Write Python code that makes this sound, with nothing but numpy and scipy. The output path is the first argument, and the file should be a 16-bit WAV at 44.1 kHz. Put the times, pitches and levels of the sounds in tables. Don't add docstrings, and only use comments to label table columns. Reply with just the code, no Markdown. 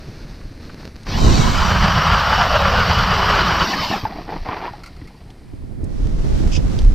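import sys
import numpy as np
from scipy import signal
from scipy.fft import rfft, irfft, next_fast_len
from scipy.io import wavfile
from scipy.ndimage import uniform_filter1d, map_coordinates

SR = 44100
rng = np.random.default_rng(int(sys.argv[2]) if len(sys.argv) > 2 else 0)


def persist_wave(psi):
    counts = np.round(np.clip(psi, -1, 1) * 32767).astype(np.int16)
    wavfile.write(sys.argv[1], SR, np.atleast_2d(counts).T)


N = 306318


def amp(db):
    return 10 ** (np.asarray(db) / 20)


def unit(x):
    return x / np.sqrt(np.mean(x ** 2) + 1e-20)


def curves(rows):
    s, *columns = np.transpose(rows)
    return [np.interp(np.arange(N) / SR, s, column) for column in columns]


def stroke(start_s, length_s, attack_s, release_s):
    t = np.arange(N) / SR - start_s
    return np.clip(t / attack_s, 0, 1) * amp(-60 * np.maximum(t - length_s, 0) / release_s)


def ramp(start_s, length_s):
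    return np.clip((np.arange(N) / SR - start_s) / length_s, 0, 1)


def hump(s, half_s):
    return np.exp(-((np.arange(N) / SR - s) / half_s) ** 2)


def wobble(rate):
    return map_coordinates(rng.standard_normal(8192), [np.arange(N) * rate / SR], mode="wrap")


def noise():
    return rng.standard_normal(N)


def grains(rate, spread_db):
    hits = rng.random(N) < rate / SR
    sizes = amp(spread_db * np.clip(noise(), -2, 2))
    return unit(hits * np.sign(noise()) * sizes)


def filtered(x, response):
    m = next_fast_len(N + SR // 2)
    return irfft(rfft(x, m) * response(np.fft.rfftfreq(m, 1 / SR)), m)[..., :N]


def coloured(x, spectrum):
    f, db = np.transpose(spectrum)
    return unit(filtered(x, lambda hz: amp(np.interp(np.log(hz + 1), np.log(f + 1), db))))


def ringing(x, modes):
    def response(f):
        return sum(amp(db) * 1j * f * width / (centre * centre - f * f + 1j * f * width)
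                   for centre, width, db in modes)
    return unit(filtered(x, response))


def low_cut(x, edge_hz):
    return unit(filtered(x, lambda hz: hz ** 2 / np.sqrt(hz ** 4 + edge_hz ** 4)))


def patchy(x, depth_db):
    z = signal.stft(x, nperseg=1024)[2]
    field = uniform_filter1d(rng.standard_normal(z.shape), size=4, axis=0)
    field = uniform_filter1d(field, size=4, axis=1)
    return unit(signal.istft(z * amp(depth_db * unit(field)), nperseg=1024)[1][:N])


def stereo(mid, spectrum, side_db):
    side = amp(side_db) * noise()
    return coloured(np.array([mid + side, mid - side]), spectrum)


def panned(x, pan_db):
    gains = amp(np.array([pan_db + np.zeros(N), -pan_db + np.zeros(N)]) / 2)
    return x * gains / gains.mean(0)


def add(track, s, sound):
    part = track[max(round(s * SR), 0):][:len(sound)]
    part += sound[:len(part)]


TEETH, GEAR_RATIO = 9, 27.5
TRIGGER_S, RUN_S = 1.055, 3.0
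BITE_S, THROUGH_S = 1.267, 3.625
DRILL_DB, LOADED_DB = -29.5, -1
FULL_HZ, SLOW_DB_PER_OCTAVE = 2520, 14
COVERED_DB, UNCOVER_S = -5, 0.37
COAST_S = 1.0
# (time [s], gear mesh rate [Hz])
MESH_SPEED = [(1.05, 915), (1.09, 2106), (1.15, 2940), (1.2, 3110), (1.27, 2990), (1.4, 2213), (2.6, 1980),
              (3.58, 2130), (3.66, 2785), (3.72, 3004), (3.86, 3067), (3.92, 2807), (3.98, 2046),
              (4.1, 611)]
# (multiple of the motor shaft [-], level running free [dB], level under load [dB])
GEAR_TONES = [(3, -13, -14), (9, -.5, -6), (12, -10, -9), (13, -8, -1), (18, -18, -14), (24, -40, -2)]
# (frequency [Hz], relative level [dB])
GEARBOX_COLOUR = [(120, -40), (200, 4), (391, -20), (520, -11), (1070, 0), (1220, -7), (2130, -11),
                  (3020, -11.5), (3580, -13), (4600, -9), (5620, -13), (6430, -26.5), (11000, -50),
                  (14300, -86), (22000, -120)]
# (frequency [Hz], relative level [dB])
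SIZZLE_COLOUR = [(6760, -62), (11500, -18), (12000, 10), (12700, 4.5), (14700, 4), (15500, -17)]
# (frequency [Hz], relative level [dB])
HOUSING_BUZZ = [(350, -23), (650, -1), (1200, 0), (1900, -22), (4000, -60)]


def drill():
    mesh_hz, = curves(MESH_SPEED)
    contact = stroke(BITE_S, THROUGH_S - BITE_S, attack_s=.05, release_s=.4)
    load = np.clip((2750 - mesh_hz) / 600, 0, 1) * contact
    hard_ice = load * ramp(1.4, 0.292)
    sway = hard_ice * (0.0314 * auger_turn() + 0.01202 * wobble(30)) + 0.0022 * wobble(120)
    shaft = 2 * np.pi * np.cumsum(mesh_hz * (1 + sway)) / TEETH / SR

    whine = np.zeros(N)
    for k, free_db, loaded_db in GEAR_TONES:
        tone_db = free_db + hard_ice * (loaded_db - free_db) + 2.5 * wobble(60)
        smear = k / TEETH * (.3 + .27 * hard_ice) * wobble(260)
        whine += amp(tone_db) * np.sin(k * shaft + smear)
    whine *= np.clip(mesh_hz / 2200, 0, 1) ** 4

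    teeth = unit(noise() * (1 + 0.26 * np.cos(shaft)) * amp(1.1 * wobble(70)))
    rattle = stereo(patchy(teeth, depth_db=4), GEARBOX_COLOUR, side_db=-14) * amp(6.5 - 2 * load)
    sizzle = panned(stereo(teeth, SIZZLE_COLOUR, side_db=-2.5), pan_db=8.5) * amp(-19.5)
    buzz = amp(5.5) * coloured(noise(), HOUSING_BUZZ) * np.array([[1], [-1]])

    slow_db = SLOW_DB_PER_OCTAVE * np.minimum(np.log2(mesh_hz / FULL_HZ), 0) * (1 - load)
    cover_db = COVERED_DB * (1 - ramp(TRIGGER_S, UNCOVER_S))
    level_db = DRILL_DB + LOADED_DB * load + slow_db + cover_db
    gear_run = stroke(TRIGGER_S, RUN_S, attack_s=0.0097, release_s=.35)
    sizzle_run = stroke(TRIGGER_S, RUN_S, attack_s=0.11, release_s=COAST_S)
    gears = amp(level_db) * gear_run * (rattle + amp(-3.5) * whine + buzz)
    return gears + amp(level_db - slow_db / 2) * sizzle_run * sizzle


TURN_RAD = 0.49


def auger_turn():
    mesh_hz, = curves(MESH_SPEED)
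    return np.sin(2 * np.pi * np.cumsum(mesh_hz) / TEETH / GEAR_RATIO / SR + TURN_RAD)


# (time [s], resonance [Hz], level relative to the scraping [dB])
HOLE_RESONANCE = [(1.4, 1050, -10), (2.1, 900, -10), (2.35, 820, -7), (2.52, 640, -2), (2.66, 550, -6),
                  (2.95, 460, -15), (3.66, 330, -12)]


def air_column(x, width_hz):
    pitch_hz, ring_db = curves(HOLE_RESONANCE)
    steps = np.geomspace(pitch_hz.min(), pitch_hz.max(), num=12)
    column = np.zeros(N)
    for hz, share in zip(steps, np.eye(len(steps))):
        column += np.interp(pitch_hz, steps, share) * ringing(x, [(hz, width_hz, 0)])
    return amp(ring_db) * column


SCRAPE_DB, SINK_S, SINK_DB = -18, 0.52, 8
TURN_DB = 0.5
GRIP_S = 0.015
SNOW_S, SNOW_DB = 1.133, -28.5
# (time [s], level change [dB])
SKIDS_AND_CATCHES = [(1.797, -10), (1.847, 4), (2.095, 1.5), (2.34, 4.5), (2.425, 2), (2.49, -5),
                     (2.587, -8.5), (2.709, -2.5), (3.234, 0.5), (3.3, 3.5), (3.415, 2.5), (3.453, -4.5)]
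# (time [s], level [dB])
SHAKE_LEVEL = [(1.3, -35), (1.55, -16), (1.9, -12.5), (2.33, -19.5), (2.62, -18.5), (2.92, -15),
               (3.25, -19.5), (3.5, -17.5), (3.63, -22)]
# (frequency [Hz], relative level [dB])
SHAKE_COLOUR = [(12, -32), (20, -5.5), (76, 0), (103, -4), (141, -10), (179, -4), (300, -45), (400, -20.5),
                (520, -37), (880, -120)]
# (frequency [Hz], relative level [dB])
ICE_COLOUR = [(260, -47), (450, -12.5), (535, -4.5), (1320, 4), (2170, -9.5), (2960, -8.5), (3560, -15.5),
              (4790, -21.5), (5760, -24.5), (7000, -34.5), (9100, -41.5), (15400, -120)]
# (frequency [Hz], width [Hz], level [dB])
AUGER_MODES = [(1157, 49, 5.5), (1393, 73, -3.5), (2980, 110, -1), (4680, 124, -8)]
# (frequency [Hz], relative level [dB])
SNOW_COLOUR = [(2060, -24), (3500, -6.5), (3780, 9.5), (5490, -7), (5990, 6), (6370, -2), (7250, -0.5),
               (11000, -29), (14300, -64), (22000, -120)]


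def cutting():
    grip_db = TURN_DB * auger_turn() + sum(db * hump(s, GRIP_S) for s, db in SKIDS_AND_CATCHES)
    scrape_db = SCRAPE_DB - SINK_DB * (1 - ramp(BITE_S, SINK_S)) + grip_db
    shake_db = curves(SHAKE_LEVEL)[0] + 0.44 * grip_db
    judder_db = 1.2 * wobble(28.19) + 1.17 * wobble(130)

    def chips():
        return unit(grains(rate=5000, spread_db=1.0) * amp(judder_db))

    scrape = stereo(patchy(chips(), depth_db=1.8), ICE_COLOUR, side_db=-18)
    ring_colour = [(400, -30), (900, -3.5), (5000, -1.0), (8000, -38)]
    ring = amp(-9) * coloured(ringing(chips(), AUGER_MODES), ring_colour)
    hole = filtered(air_column(chips(), width_hz=37), lambda hz: 1 / (1 + (hz / 1500) ** 4))
    shake = panned(stereo(noise() * amp(1.9 * judder_db), SHAKE_COLOUR, side_db=4.5), pan_db=-10.0)

    powder = stereo(grains(rate=4900, spread_db=4), SNOW_COLOUR, side_db=-5.5)
    snow = amp(SNOW_DB) * stroke(SNOW_S, 0.29, attack_s=.13, release_s=1.73) * powder
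    boring = stroke(BITE_S, THROUGH_S - BITE_S, attack_s=0.3, release_s=0.13)
    return snow + boring * (amp(scrape_db) * (scrape + ring + hole) + amp(shake_db) * shake)


SURGE_ATTACK_S, SURGE_RELEASE_S = 0.018, 0.26
DRAIN_S, DRAIN_DB_PER_S = 4.3, 13
DRAIN_CHURN_DB, DRAIN_SPRAY_DB = -40.5, -48.5
# (time [s], length [s], churning level [dB], spray level [dB], low-cut edge [Hz])
SLUSH_SURGES = [(3.63, 0.17, -26.5, -52, 140), (3.89, 0.073, -27, -50, 140), (4.023, 0.23, -35, -48, 140),
                (4.272, 0.042, -29.5, -53, 202), (4.446, 0.21, -28.5, -52.5, 564)]
# (frequency [Hz], relative level [dB])
WATER_COLOUR = [(76, -39), (130, -13), (167, 11.5), (205, 2), (327, 3), (560, -4), (718, 2), (945, -1.5),
                (1530, -12.5), (1690, -13), (1830, -11), (2380, -15.5), (3500, -26), (4550, -56),
                (7700, -120)]
# (frequency [Hz], relative level [dB])
SPRAY_COLOUR = [(1060, -12), (1800, -2), (2390, 2), (3530, -1.5), (4780, 1), (5700, -3), (7310, -34),
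                (8650, -56), (11000, -45), (12600, -16), (15000, -24)]
# (frequency [Hz], width [Hz], level [dB])
CRUMB_MODES = [(1880, 210, 7.5), (2030, 69, -17), (4150, 180, 6), (4600, 100, 8)]
# (time [s], level [dB], starting pitch [Hz])
SLAPS = [(3.735, -16, 1834), (3.787, -14, 1225), (3.936, -10, 789), (4.052, -8.5, 857), (4.123, -21.5, 770),
         (4.158, -32, 756), (4.185, -21, 683), (4.297, -23, 846), (4.322, -17.5, 855), (4.488, -16, 1013),
         (4.529, -18, 1130), (4.638, -17, 937), (4.679, -17.5, 960), (4.735, -24.5, 820)]


def slush():
    churn_grains = grains(rate=1200, spread_db=3.5) * amp(2.9 * wobble(60))
    churn = coloured(patchy(churn_grains, depth_db=2), WATER_COLOUR)
    spray = coloured(patchy(grains(rate=2900, spread_db=3.0), depth_db=0.5), SPRAY_COLOUR)
    crumbs = amp(-1.5) * ringing(grains(rate=320, spread_db=3.5), CRUMB_MODES)
    spray = spray + filtered(crumbs, lambda hz: 1 / (1 + (hz / 6000) ** 10))

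    surges = np.zeros(N)
    for s, length, churn_db, spray_db, low_hz in SLUSH_SURGES:
        pull = stroke(s, length, SURGE_ATTACK_S, SURGE_RELEASE_S)
        surges += pull * (amp(churn_db) * low_cut(churn, low_hz) + amp(spray_db) * spray)
    ebb = stroke(DRAIN_S, 0, SURGE_ATTACK_S, 60 / DRAIN_DB_PER_S)
    drain = ebb * (amp(DRAIN_CHURN_DB) * churn + amp(DRAIN_SPRAY_DB) * spray)

    slaps, t = np.zeros(N), np.arange(SR // 8) / SR
    swell = t / .012 * np.exp(1 - t / .012)
    for s, db, hz in SLAPS:
        pocket = amp(-60 * t / .055) * np.sin(2 * np.pi * hz * t * (1 + .8 * t)) * (1 - np.exp(-t / .0012))
        crunch_band = signal.butter(3, [hz * 0.67, hz * 2], "band", fs=SR, output="sos")
        crunch = signal.sosfilt(crunch_band, rng.standard_normal(len(t)))
        smack_band = signal.butter(4, [hz, 3600], "band", fs=SR, output="sos")
        smack = signal.sosfilt(smack_band, rng.standard_normal(len(t)) * amp(-60 * t / 0.016))
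        add(slaps, s, amp(db) * (pocket + amp(-9) * smack))
        add(slaps, s - .008, amp(db - 24.0) * swell * unit(crunch))
    return surges + drain + slaps


# (time [s], level [dB])
ICE_CLINKS = [(4.835, -28.5), (4.86, -30), (4.8744, -35), (4.9646, -41), (5.0744, -38)]
# (frequency [Hz], width [Hz], level [dB])
FLIGHT_MODES = [(1350, 140, 1), (2100, 120, 2), (2480, 200, -15), (4270, 320, -6)]


def clinks():
    out, t = np.zeros(N), np.arange(SR // 6) / SR
    for s, db in ICE_CLINKS:
        crumble = rng.standard_normal(len(t)) * amp(-60 * t / 0.069)
        ring = np.zeros(len(t))
        for hz, width, mode_db in FLIGHT_MODES:
            ring += amp(mode_db) * signal.lfilter(*signal.iirpeak(hz, hz / width, fs=SR), crumble)
        crack = amp(-33) * rng.standard_normal(len(t)) * amp(-60 * t / 0.0064)
        add(out, s, amp(db) * (ring / np.abs(ring).max() + crack))
    return out


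RUB_ATTACK_S, RUB_RELEASE_S = .04, 0.64
RUSTLE_ATTACK_S, RUSTLE_RELEASE_S = 0.24, 0.47
ZIP_S, ZIP_LENGTH_S, ZIP_DB = 6.513, 0.061, -31
# (time [s], length [s], level [dB])
SLEEVE_RUBS = [(-.05, 0.28, -39.5), (0.26, 0.36, -44.5), (0.594, 0.14, -43), (0.767, 0.071, -39.5),
               (0.937, 0.19, -47.5), (1.048, 0.071, -31), (6.21, 0.14, -45)]
# (time [s], length [s], level [dB])
JACKET_RUSTLES = [(5.794, 2.3, -47.5), (6.15, 0.38, -46), (6.61, 0.13, -40.5)]
# (frequency [Hz], relative level [dB])
CLOTH_COLOURS = ([(240, 9), (400, 3), (558, 0), (1060, -6.5), (1740, -5.5), (2830, -10), (3240, -15.5),
                  (4330, -6), (6040, -14.5), (7240, -27), (11200, -36), (12500, -26), (15000, -37)],
                  [(410, -41), (700, 1), (1070, -1), (2190, -5.5), (2830, -7), (5590, -7.5), (8980, -18),
                  (11200, -27), (12500, -22), (15000, -47)])
# (frequency [Hz], relative level [dB])
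NYLON_COLOUR = [(1900, -16), (2500, 4), (3500, 1.5), (4100, -14), (4900, 6), (5600, 0), (6500, -4),
                (12000, -40)]


def jacket():
    def fibres():
        folds = amp(-9.5) * grains(rate=42, spread_db=10.5)
        return unit(grains(rate=6000, spread_db=-0.5) + folds)

    sleeve, chest = CLOTH_COLOURS
    rub_level = sum(amp(db) * stroke(s, length, RUB_ATTACK_S, RUB_RELEASE_S)
                    for s, length, db in SLEEVE_RUBS)
    rubs = rub_level * stereo(fibres(), sleeve, side_db=-9.0)
    rustle_level = sum(amp(db) * stroke(s, length, RUSTLE_ATTACK_S, RUSTLE_RELEASE_S)
                       for s, length, db in JACKET_RUSTLES)
    rustles = rustle_level * stereo(fibres(), chest, side_db=-7.5)
    ribs = stereo(noise() * amp(2.4 * wobble(200)), NYLON_COLOUR, side_db=-10.0)
    zipped = amp(ZIP_DB) * stroke(ZIP_S, ZIP_LENGTH_S, attack_s=0.012, release_s=0.071) * ribs
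    return panned(rubs + rustles + zipped, pan_db=-0.5)


# (time [s], level [dB])
SOFT_BUMPS = [(0.453, -20), (0.511, -20), (3.799, -15), (3.899, -11), (4.036, -9.5), (4.32, -23),
              (4.485, -13.5), (5.017, -17), (5.535, -15.5), (5.637, -17), (5.832, -9.5), (6.25, -10),
              (6.403, -6.5)]
# (time [s], peak level [dB], pitch [Hz])
SMALL_TICKS = [(0.4116, -39, 1700), (0.5214, -41, 1970), (0.6963, -32, 1600), (0.776, -38, 1890),
               (0.83, -34, 1410), (1.032, -38.5, 5370), (1.067, -23, 1900), (5.014, -34.5, 1810),
               (5.3034, -39, 4300), (5.842, -37.5, 7700), (6.789, -22, 4540)]


def knocks():
    out, t = np.zeros(N), np.arange(SR // 8) / SR
    low = amp(-60 * t / 0.04) * np.sin(2 * np.pi * 105 * t)
    high = 0.73 * amp(-60 * t / 0.031) * np.sin(2 * np.pi * 280 * t)
    push = (low + high) * (1 - np.exp(-t / 0.003))
    for s, db in SOFT_BUMPS:
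        add(out, s, amp(db) * push)
    for s, db, hz in SMALL_TICKS:
        band = signal.butter(2, [hz * 0.53, min(hz * 1.19, SR / 2 - 1)], "band", fs=SR, output="sos")
        tick = signal.sosfilt(band, rng.standard_normal(len(t)) * amp(-60 * t / 0.039))
        add(out, s, amp(db) * tick / np.abs(tick).max())
    return out


BUFFET_DB = -3.5
# (time [s], level [dB])
WIND_STRENGTH = [(0, -36.5), (1.04, -37.5), (1.11, -23), (1.26, -9), (1.65, -22), (2.3, -37), (3.9, -36),
                 (4.3, -39), (5.35, -40.5), (5.74, -33.5), (5.85, -26.5), (6.12, -25.5), (6.32, -19),
                 (6.95, -23)]
# (time [s], half length [s], level [dB])
AIR_HEAVES = [(0.391, 0.13, -36.5), (1.157, 0.029, -26), (4.413, 0.036, -24.5), (6.036, 0.051, -19.5),
              (6.182, 0.057, -18.5), (6.45, .04, -17), (6.647, 0.03, -14.5), (6.88, 0.1, -12)]
# (frequency [Hz], relative level [dB])
BUFFET_COLOUR = [(11, -43), (18, 8.5), (39, 6.5), (110, -16.5), (140, -40), (240, -120)]
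# (frequency [Hz], relative level [dB])
FLUTTER_COLOUR = [(41, -3), (70, 2), (160, -4.5), (210, -8), (248, -8.5), (624, -24.5), (1060, -38),
                  (1800, -43), (2340, -48), (3960, -120)]


def wind():
    strength = amp(curves(WIND_STRENGTH)[0])
    heaves = sum(amp(db) * hump(s, half) for s, half, db in AIR_HEAVES)
    buffet = panned(stereo(noise(), BUFFET_COLOUR, side_db=-44), pan_db=-0.5)
    flutter = panned(stereo(noise() * amp(2.6 * wobble(35)), FLUTTER_COLOUR, side_db=-4), pan_db=-5.5)
    return (amp(BUFFET_DB) * strength + heaves) * buffet + strength * flutter


# (frequency [Hz], relative level [dB])
HISS_COLOUR = [(590, -26), (1000, -0.5), (2390, 1.5), (2770, -5.5), (4620, -6.5), (7180, -11), (9010, -8),
               (15000, -21)]


def background_hiss():
    return amp(-59.5) * stereo(noise(), HISS_COLOUR, side_db=-10)


def scene():
    ice_work = drill() + cutting() + slush() + clinks()
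    return ice_work + jacket() + knocks() + wind() + background_hiss()


TOP_HZ = 15400
OPEN_S, CLOSE_S = 0.13, 1.22
# (time [s], length [s], width [dB])
IMAGE_OPENINGS = [(1.104, 0.34, 0), (5.394, 1.6, 6)]


def record(dry):
    mid, side = (dry[0] + dry[1]) / 2, (dry[0] - dry[1]) / 2
    top = filtered(side, lambda hz: hz > 11300)
    width = sum(amp(db) * stroke(s, length, OPEN_S, CLOSE_S) for s, length, db in IMAGE_OPENINGS)
    side = top + width * (side - top)
    pair = np.array([mid + side, mid - side])
    rounded = pair / (1 + np.abs(pair / .9) ** 6) ** (1 / 6)
    return filtered(rounded, lambda hz: hz < TOP_HZ)


dry = scene()
out = record(dry)
persist_wave(out)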